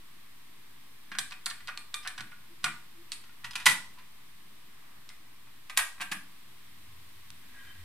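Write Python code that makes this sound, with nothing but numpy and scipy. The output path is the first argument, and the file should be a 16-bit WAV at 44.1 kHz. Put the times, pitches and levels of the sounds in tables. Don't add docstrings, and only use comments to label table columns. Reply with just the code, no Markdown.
import sys
import numpy as np
from scipy import signal
from scipy.fft import rfft, irfft, next_fast_len
from scipy.io import wavfile
from scipy.ndimage import uniform_filter1d

SR = 44100
rng = np.random.default_rng(int(sys.argv[2]) if len(sys.argv) > 2 else 0)


def wav_out(sig):
    wavfile.write(sys.argv[1], SR, np.round(np.clip(np.atleast_2d(sig).T, -1, 1) * 32767).astype(np.int16))


def rack_gain(trim_db):
    fader = np.asarray(trim_db, float)
    return 10 ** (fader / 20)


N = 346033

# (time [s], peak level [dB],
# hardness of contact [dB], rattle length [ms], pitch of the spot struck [Hz])
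SHELL_KNOCKS = [(1.117, -32, -5.5, 11, 1650), (1.151, -32.5, -5.5, 2.5, 1490), (1.186, -21, 7, 2.6, 1645),
                (1.321, -34, -0.5, 6.7, 2580), (1.464, -25.5, 2, 2.3, 1400), (1.508, -31, -2, 3.9, 1740),
                (1.605, -43, -5, 4.6, 1930), (1.674, -37, 9.5, 1.5, 4450), (1.681, -30, -5.5, 9.6, 1350),
                (1.692, -33.5, -22, 3.9, 1240), (2.05, -35, -8, 9, 1380), (2.062, -31.5, -17, 9.9, 1520),
                (2.075, -29, 8.5, 1.6, 1750), (2.105, -41, -4, 3.5, 1730), (2.179, -32, 0, 6.6, 1680),
                (2.198, -32, -8, 2.1, 1500), (2.207, -30.5, 1, 2, 1460), (2.316, -42, -11, 9.3, 1410),
                (2.642, -18.5, 3.5, 2.9, 1450), (2.659, -24.5, -10, 5.6, 1330),
                (1.31, -40, 3.5, 1.5, 4600), (1.459, -32.5, 26, 2, 4480), (1.5, -36.5, 11, 4.8, 4500),
               (1.938, -42, -23, 3.4, 1480), (2.028, -45.5, 1, 34, 5200), (2.633, -46, 10, 8.2, 1500),
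               (2.675, -31, -17, 7, 1940)]
DOOR_KNOCKS = [(3.239, -46, 4, 4.8, 1450), (3.293, -47.5, -3, 4.6, 1430), (3.443, -28.5, 0.5, 12.7, 1910),
               (3.509, -39, 8, 4.8, 5170), (3.555, -23, 4.5, 7.5, 2490), (3.599, -34.5, 1.5, 21, 1920),
               (3.657, -16, 9.5, 22.3, 1920), (3.664, -7.5, -1, 4.9, 1980), (3.685, -21.5, -5, 9.2, 1970),
               (3.706, -32.5, 20.5, 14, 2000), (3.975, -47, -20, 7.7, 1020), (3.985, -44.5, -3, 12, 980),
               (3.437, -44, -24, 4.2, 1840), (3.533, -39, 4, 4.3, 3300), (3.574, -46, 3, 9, 1500)]
KEY_KNOCKS = [
    (5.697, -32, -1, 9.2, 2040),
    (5.774, -13.5, 6, 2.6, 1700),
    (5.788, -18, -1, 9.1, 1560),
    (6.006, -27, -4.5, 8.1, 1440),
    (6.013, -31.5, 5, 5.7, 1910),
    (6.02, -28, -1, 4, 2720),
    (6.028, -42, 6, 3.4, 2820),
    (6.115, -28.5, 5.5, 8.4, 2700),
    (6.121, -22, -1, 4.9, 1990),
              (5.767, -33, 1, 7.9, 2540), (5.779, -43, 9, 2.6, 2300), (5.978, -44, -14, 8, 1920),
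             (6, -33, -10, 2.1, 1890)]
SNAPS = [(1.775, -29.5, -1.5, 1.05, 4300), (1.942, -24.5, 1.5, 1.4, 3620), (3.119, -28, 4.5, 0.9, 4480),
         (3.124, -39.5, 7, 12, 2700), (5.091, -39.5, 3.5, 1.06, 5440)]
FINGER_TAPS = [
    (5.099, -43, -2, 19, 2100),
    (5.472, -47, -22, 3.7, 895),
]
CAMERA_TICK = [(7.304, -37, 0, 0.71, 5440)]
# (frequency [Hz], level [dB per Hz])
SHELL_COLOUR = [(310, -60), (520, -30.5), (766, -10), (835, -19), (950, -6.5), (1190, -3), (1300, -11),
                (1440, -1.5), (2990, -5), (4340, -6.5), (6480, -15), (8160, -10), (12500, -25.5),
                (16000, -35)]
DOOR_COLOUR = [(310, -67), (520, -29.5), (811, -14), (991, -3), (1260, -11.5), (1360, -4.5), (1680, -7.5),
               (1940, -5.5), (2210, -12), (2410, -4), (6580, -16), (8890, -13.5), (12700, -23.5),
               (16000, -40)]
KEY_COLOUR = [(350, -62), (600, -20.5), (1130, -3.5), (1470, -13), (1640, -2), (2010, -11), (2500, -4),
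              (3040, -8.5), (3300, -9.5), (5630, -15.5), (10300, -13), (11700, -19), (12800, -18),
              (16000, -37)]
SNAP_COLOUR = [(500, -38), (1000, -14), (1600, -12), (2600, -7.5), (4200, -5.5), (6500, -14.5), (8500, -8),
               (12000, -21.5), (16000, -34)]
# (frequency [Hz], level [dB], time to fall 60 dB [s])
SHELL_MODES = [(943, 4, 0.18), (1199, 7.5, 0.12), (1650, -12, 0.038), (1920, 8, 0.11), (2410, 16, 0.062)]
DOOR_MODES = [(975, -10, 0.058), (1380, -9.5, 0.064), (1945, -1, 0.08), (1995, -2, 0.055),
              (2390, -13, 0.046), (2890, -7, .06), (12520, -12, 0.06)]
KEY_MODES = [(1592, 2.5, 0.061), (1876, 0.5, 0.064), (2880, -15, .06)]
# (time [s], peak level
# [dB], frequency [Hz])
THUMPS = [(1.121, -49.5, 193.5), (1.19, -53, 139), (1.472, -57, 190), (1.62, -58, 124),
          (2.191, -50.5, 124.4), (2.21, -50.5, 199), (2.645, -43, 150), (3.442, -52.5, 124),
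          (3.561, -54.5, 196), (3.667, -46.5, 127.7), (3.679, -38, 185), (3.98, -68, 116),
          (5.773, -57, 140), (6.01, -50, 185), (6.119, -41, 191), (7.303, -56, 107.4)]
# (start of hold [s], hold [s], level [dB])
WHIRR_SWELLS = [(7.42, .02, -66), (7.55, 0.14, -56.5)]
# (frequency [Hz], width [Hz], level [dB])
WHIRR_PEAKS = [(1064, 29, -6), (1625, 52, 8.5), (1910, 39, 5.5), (2300, 200, -4), (3570, 34, -9)]
# (start of hold [s], hold [s], level [dB])
SQUEAK_SWELLS = [(7.6, .005, -63), (7.67, 0.067, -60)]
# (frequency [Hz], time [s])
ROOM_T60 = [(150, 0.48), (700, 0.38), (2000, 0.28), (5000, 0.41), (12000, 0.25)]
# (frequency [Hz], likeness [-1 to 1])
ROOM_LIKENESS = [(200, 0.99), (1400, 0.73), (3000, 0.05), (7000, 0.0072)]
# (start of hold [s], hold [s], level [dB])
HOLLOW_SWELLS = [(2.534, .01, -59.5), (2.674, 0.011, -62), (2.774, 0.005, -69.5), (2.986, 0.037, -61.5)]
# (time [s], frequency [Hz], level [dB])
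DRONE = [(6.7, 88.1, -76), (6.9, 89, -61.5), (7.368, 89.6, -64.5), (7.44, 76, -73), (7.604, 78, -69),
         (7.78, 87, -61)]
# (start of hold [s], hold [s], level [dB])
MURMUR_SWELLS = [(7.4, 0.1, -68.5)]
# (time [s], level [dB])
TRAFFIC_LEVEL = [(0, 1.2), (4.1, 1.5), (5.3, 0.5), (6.4, 1.96), (7.85, 3.5)]
# (frequency [Hz], level [dB per Hz])
RUMBLE_COLOUR = [(21, -38), (35, -11), (64, -6.5), (91, -7), (119, 1), (146, -3), (280, -4.5), (600, -18.5),
                 (780, -36), (1320, -120)]
HISS_COLOUR = [(290, -55), (500, -22.5), (679, -6.5), (808, -6), (1010, 0), (1150, 1.5), (1360, -4),
               (1940, -1), (2740, -4), (3670, -3.5), (6770, -13.5), (8920, -8), (10600, -12.5),
               (12600, -7.5), (16200, -15)]
# (frequency [Hz], likeness [-1 to 1])
LIKENESS = [(60, 1), (180, 0.58), (550, 0.23), (1650, 0.29), (4970, -0.21), (15000, -0.068)]
# (start of hold [s], hold [s], level [dB])
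AIR_PUFF = [(4.8, .15, 2.5)]
# (frequency [Hz], level [dB])
MAINS = [(60, -72), (120, -88)]

BANDS = 40 * 2 ** np.arange(0, 9.5)
PLASTIC_RING_DB = -58


def struck(knocks, colour, modes, dense_t60, clear_db, spread_ms, contacts_per_s, level_db, pan_db):
    crack = 4.18
    body_loss = 0.18
    upper_follows, top_follows = 0.87, 1.23
    top_with_force = 0.24
    ring_follows = 0.45
    out, t, size = np.zeros((2, N)), np.arange(SR // 10) / SR, 2 ** 13
    hz = np.maximum(np.fft.rfftfreq(size, 1 / SR), 1)
    mode_hz, mode_db, mode_t60 = np.transpose(modes)
    decay = np.log(1000) / np.clip(mode_t60, .02, .2)
    rings = np.exp(np.outer(2j * np.pi * mode_hz - decay, t))

    lag = np.interp(hz, np.linspace(0, SR / 2, 60), rng.standard_normal(60) + .5) * spread_ms / 1000
    ports = np.exp(1j * np.pi * hz * lag * [[1], [-1]]) * rack_gain([[pan_db / 2], [-pan_db / 2]])
    strongest = max(row[1] for row in knocks)
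    loud_band = signal.butter(2, [700, 3000], "band", fs=SR, output="sos")

    for s, db, hard_db, rattle_ms, spot_hz in knocks:
        strength, phase = rng.standard_normal((2, len(modes)))
        when, force, mesh = rng.random((3, len(t)))
        weaker_db = db - strongest
        contacts = (when < contacts_per_s / SR) * (2 * force - 1)
        contacts = contacts * np.exp(-t * 1000 / max(rattle_ms, .2))
        contacts[0] = 0.5
        rattle = rfft(contacts, size)
        short_modes = (2 * mesh - 1) * rack_gain(-60 * t / dense_t60) + crack * (t == 0)
        dense = rattle * rfft(short_modes, size)

        lumps_db = 10 * np.log10(uniform_filter1d(np.abs(dense) ** 2, size=45) + 1e-20)
        spot_db = 8.4 * np.exp(-(np.log(hz / spot_hz) / 0.063) ** 2)
        tilt_db = at_hz([(900, -body_loss * hard_db), (2500, 0.022),
                         (3800, upper_follows * hard_db), (5500, upper_follows * hard_db),
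                         (8000, top_follows * hard_db + top_with_force * weaker_db)], hz)

        ring_level = rack_gain(mode_db + clear_db + ring_follows * weaker_db + 2 * strength)
        clear = np.imag((ring_level * np.exp(3j * phase)) @ rings)
        clear = clear * np.clip(t / 0.00033, 0, 1)
        clear = rfft(clear, size) * rattle / np.sqrt(np.sum(contacts ** 2))

        body = dense * causal(at_hz(colour, hz) + spot_db - lumps_db) + clear
        sound = irfft(body * causal(tilt_db) * ports)[:, :size - SR // 20]
        peak = np.abs(signal.sosfilt(loud_band, sound.mean(0))).max()
        add(out, s, sound / peak * rack_gain(db + level_db))
    return out


def shell():
    return struck(SHELL_KNOCKS, SHELL_COLOUR, SHELL_MODES, dense_t60=0.025,
                  clear_db=PLASTIC_RING_DB, spread_ms=0.062, contacts_per_s=3000, level_db=-0.0096, pan_db=-1.7)


def door():
    return struck(DOOR_KNOCKS, DOOR_COLOUR, DOOR_MODES, dense_t60=0.022,
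                  clear_db=-41.5, spread_ms=0.041, contacts_per_s=4000, level_db=-0.86, pan_db=-1.7)


def key():
    return struck(KEY_KNOCKS, KEY_COLOUR, KEY_MODES, dense_t60=0.025,
                  clear_db=-43.5, spread_ms=0.046, contacts_per_s=4000, level_db=-1.66, pan_db=-0.47)


def sharp_snaps():
    return struck(SNAPS, SNAP_COLOUR, SHELL_MODES, dense_t60=0.017,
                  clear_db=PLASTIC_RING_DB, spread_ms=0.039, contacts_per_s=5900, level_db=-1.2, pan_db=-1.7)


def finger_taps():
    return struck(FINGER_TAPS, SHELL_COLOUR, SHELL_MODES, dense_t60=0.014,
                  clear_db=-76, spread_ms=0.043, contacts_per_s=2300, level_db=0, pan_db=-.5)


def camera_tick():
    return struck(CAMERA_TICK, SNAP_COLOUR, SHELL_MODES, dense_t60=.008,
                  clear_db=-70, spread_ms=0.063, contacts_per_s=5000, level_db=-1.5, pan_db=.4)


def cabinet():
    out, t = np.zeros((2, N)), np.arange(SR // 4) / SR
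    push = (1 - np.exp(-t / 0.0026)) ** 2
    for s, db, hz in THUMPS:
        turn = 2 * np.pi * hz * t
        panels = np.sin(turn) + 0.58 * np.sin(1.5 * turn) + 0.22 * np.sin(1.62 * turn)
        boom = rack_gain(db - 60 * t / 0.15) * push * panels
        add(out, s - .008, boom * [[1], [1]])
    return out


def whirr():
    grains = (rng.random(N) < 2500 / SR) * rng.standard_normal(N) * rack_gain(1.8 * drift(40))
    start, out = round(WHIRR_SWELLS[0][0] * SR), np.zeros(N)
    for hz, width_hz, db in WHIRR_PEAKS:
        r = np.exp(-np.pi * width_hz / SR)
        poles = [1, -2 * r * np.cos(2 * np.pi * hz / SR), r * r]
        out[start:] += rack_gain(db) * rms_one(signal.lfilter([1, 0, -1], poles, grains[start:]))
    out[start:] = rms_one(out[start:])
    return out * rack_gain(swells(WHIRR_SWELLS, 400, 80))


def spindle_squeak():
    return rack_gain(swells(SQUEAK_SWELLS, 600, 700)) * narrow_noise(3100, 28)


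def room(dry):
    t = np.arange(SR // 2) / SR
    colour = [(300, 6), (900, 1.0), (2000, 3.5), (4300, -4.0), (6500, -4.0), (9000, 4.0), (13000, 1.5)]
    bands = stereo_bands(len(t), ROOM_LIKENESS, colour, BANDS)
    tail = sum(band * rack_gain(-60 * t / at_hz(ROOM_T60, hz)) for hz, band in bands)
    tail = tail * np.clip(t / 0.0052, 0, 1)
    return signal.oaconvolve(dry[:1], tail / np.sqrt(np.sum(tail ** 2) / 2), axes=1)[:, :N]


def hollow():
    return rack_gain(swells(HOLLOW_SWELLS, 360, 200)) * narrow_noise(335, 11)


def far_engines():
    arrives = np.clip((np.arange(N) / SR - DRONE[0][0] + 0.32) / .2, 0, 1)
    drone = rack_gain(in_time(DRONE, 2)) * narrow_noise(in_time(DRONE, 1), 25) * arrives
    return drone + rack_gain(swells(MURMUR_SWELLS, 150, 40)) * narrow_noise(248, 11)


def background():
    traffic_db = in_time(TRAFFIC_LEVEL, 1)
    air_db = np.maximum(swells(AIR_PUFF, 18, 16), 0.04)
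    rumble = sum(band * rack_gain(0.77 * drift(9.5))
                 for hz, band in stereo_bands(N, LIKENESS, RUMBLE_COLOUR, BANDS[:4]))
    hiss = sum(band * rack_gain((air_db if hz < 1400 else traffic_db) + 0.051 * drift(2.86))
               for hz, band in stereo_bands(N, LIKENESS, HISS_COLOUR, BANDS[4:9]))
    hum = sum(rack_gain(db) * np.sin(2 * np.pi * hz * np.arange(N) / SR) for hz, db in MAINS)
    return rack_gain(-66.5 + 0.38 * traffic_db) * rumble + rack_gain(-58.5) * hiss + hum


def rms_one(x):
    return x / np.sqrt(np.mean(x ** 2) + 1e-20)


def in_time(rows, column):
    return np.interp(np.arange(N) / SR, np.array(rows)[:, 0], np.array(rows)[:, column])


def at_hz(points, hz):
    return np.interp(np.log(hz), np.log(np.array(points)[:, 0]), np.array(points)[:, 1])


def swells(rows, rise_db_per_s, fall_db_per_s):
    t = np.arange(N) / SR
    levels = []
    for s, hold, db in rows:
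        rise = rise_db_per_s * np.maximum(s - t, 0)
        fall = fall_db_per_s * np.maximum(t - s - hold, 0)
        levels.append(db - rise - fall)
    return np.max(levels, axis=0)


def drift(rate):
    knots = rng.standard_normal(400)
    return np.interp(np.arange(N) / SR * rate, np.arange(400), knots)


def narrow_noise(hz, width_hz):
    r = np.exp(-np.pi * width_hz / SR)
    noise = rng.standard_normal(N) + 1j * rng.standard_normal(N)
    slow = signal.lfilter([1], [1, -2 * r, r * r], noise)
    carrier = np.exp(2j * np.pi * np.cumsum(hz * np.ones(N)) / SR)
    return rms_one(np.real(slow * carrier))


def stereo_bands(size, likeness, colour, centres):
    length = next_fast_len(size)
    hz = np.maximum(np.fft.rfftfreq(length, 1 / SR), 1)
    mid, side = rfft(rng.standard_normal((2, length))) * rack_gain(at_hz(colour, hz))
    alike = np.clip(at_hz(likeness, hz), -1, 1)
    pair = np.sqrt(1 + alike) * mid + np.sqrt(1 - alike) * side * [[1], [-1]]
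    pair = pair * len(hz) ** .5 / np.sqrt(np.mean(np.abs(pair) ** 2)) * 2 ** .5
    for k, centre in enumerate(centres):
        share = np.interp(np.log(hz), np.log(centres), np.arange(len(centres)) == k)
        yield centre, irfft(pair * share)[:, :size]


def causal(gain_db):
    cepstrum = irfft(gain_db * np.log(10) / 20)
    half = len(cepstrum) // 2
    return np.exp(rfft(cepstrum * np.r_[1, 2 * np.ones(half - 1), 1, np.zeros(half - 1)]))


def add(out, s, sound):
    at = round(s * SR)
    out[:, at:at + sound.shape[1]] += sound[:, :N - at]


def scene():
    near = shell() + door() + key() + finger_taps() + cabinet() + whirr() + spindle_squeak()
    snaps = sharp_snaps()
    reflections = room(rack_gain(-3.5) * near + rack_gain(-2.0) * snaps)
    return near + snaps + reflections + camera_tick() + hollow() + far_engines() + background()


def roll_off(x):
    return signal.sosfilt(signal.butter(12, 16670, fs=SR, output="sos"), x)


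def record(dry):
    cut = signal.sosfilt(signal.cheby2(10, 50, 16500, fs=SR, output="sos"), dry)
    return roll_off(cut - 0.0044)


dry = scene()
out = record(dry)
wav_out(out)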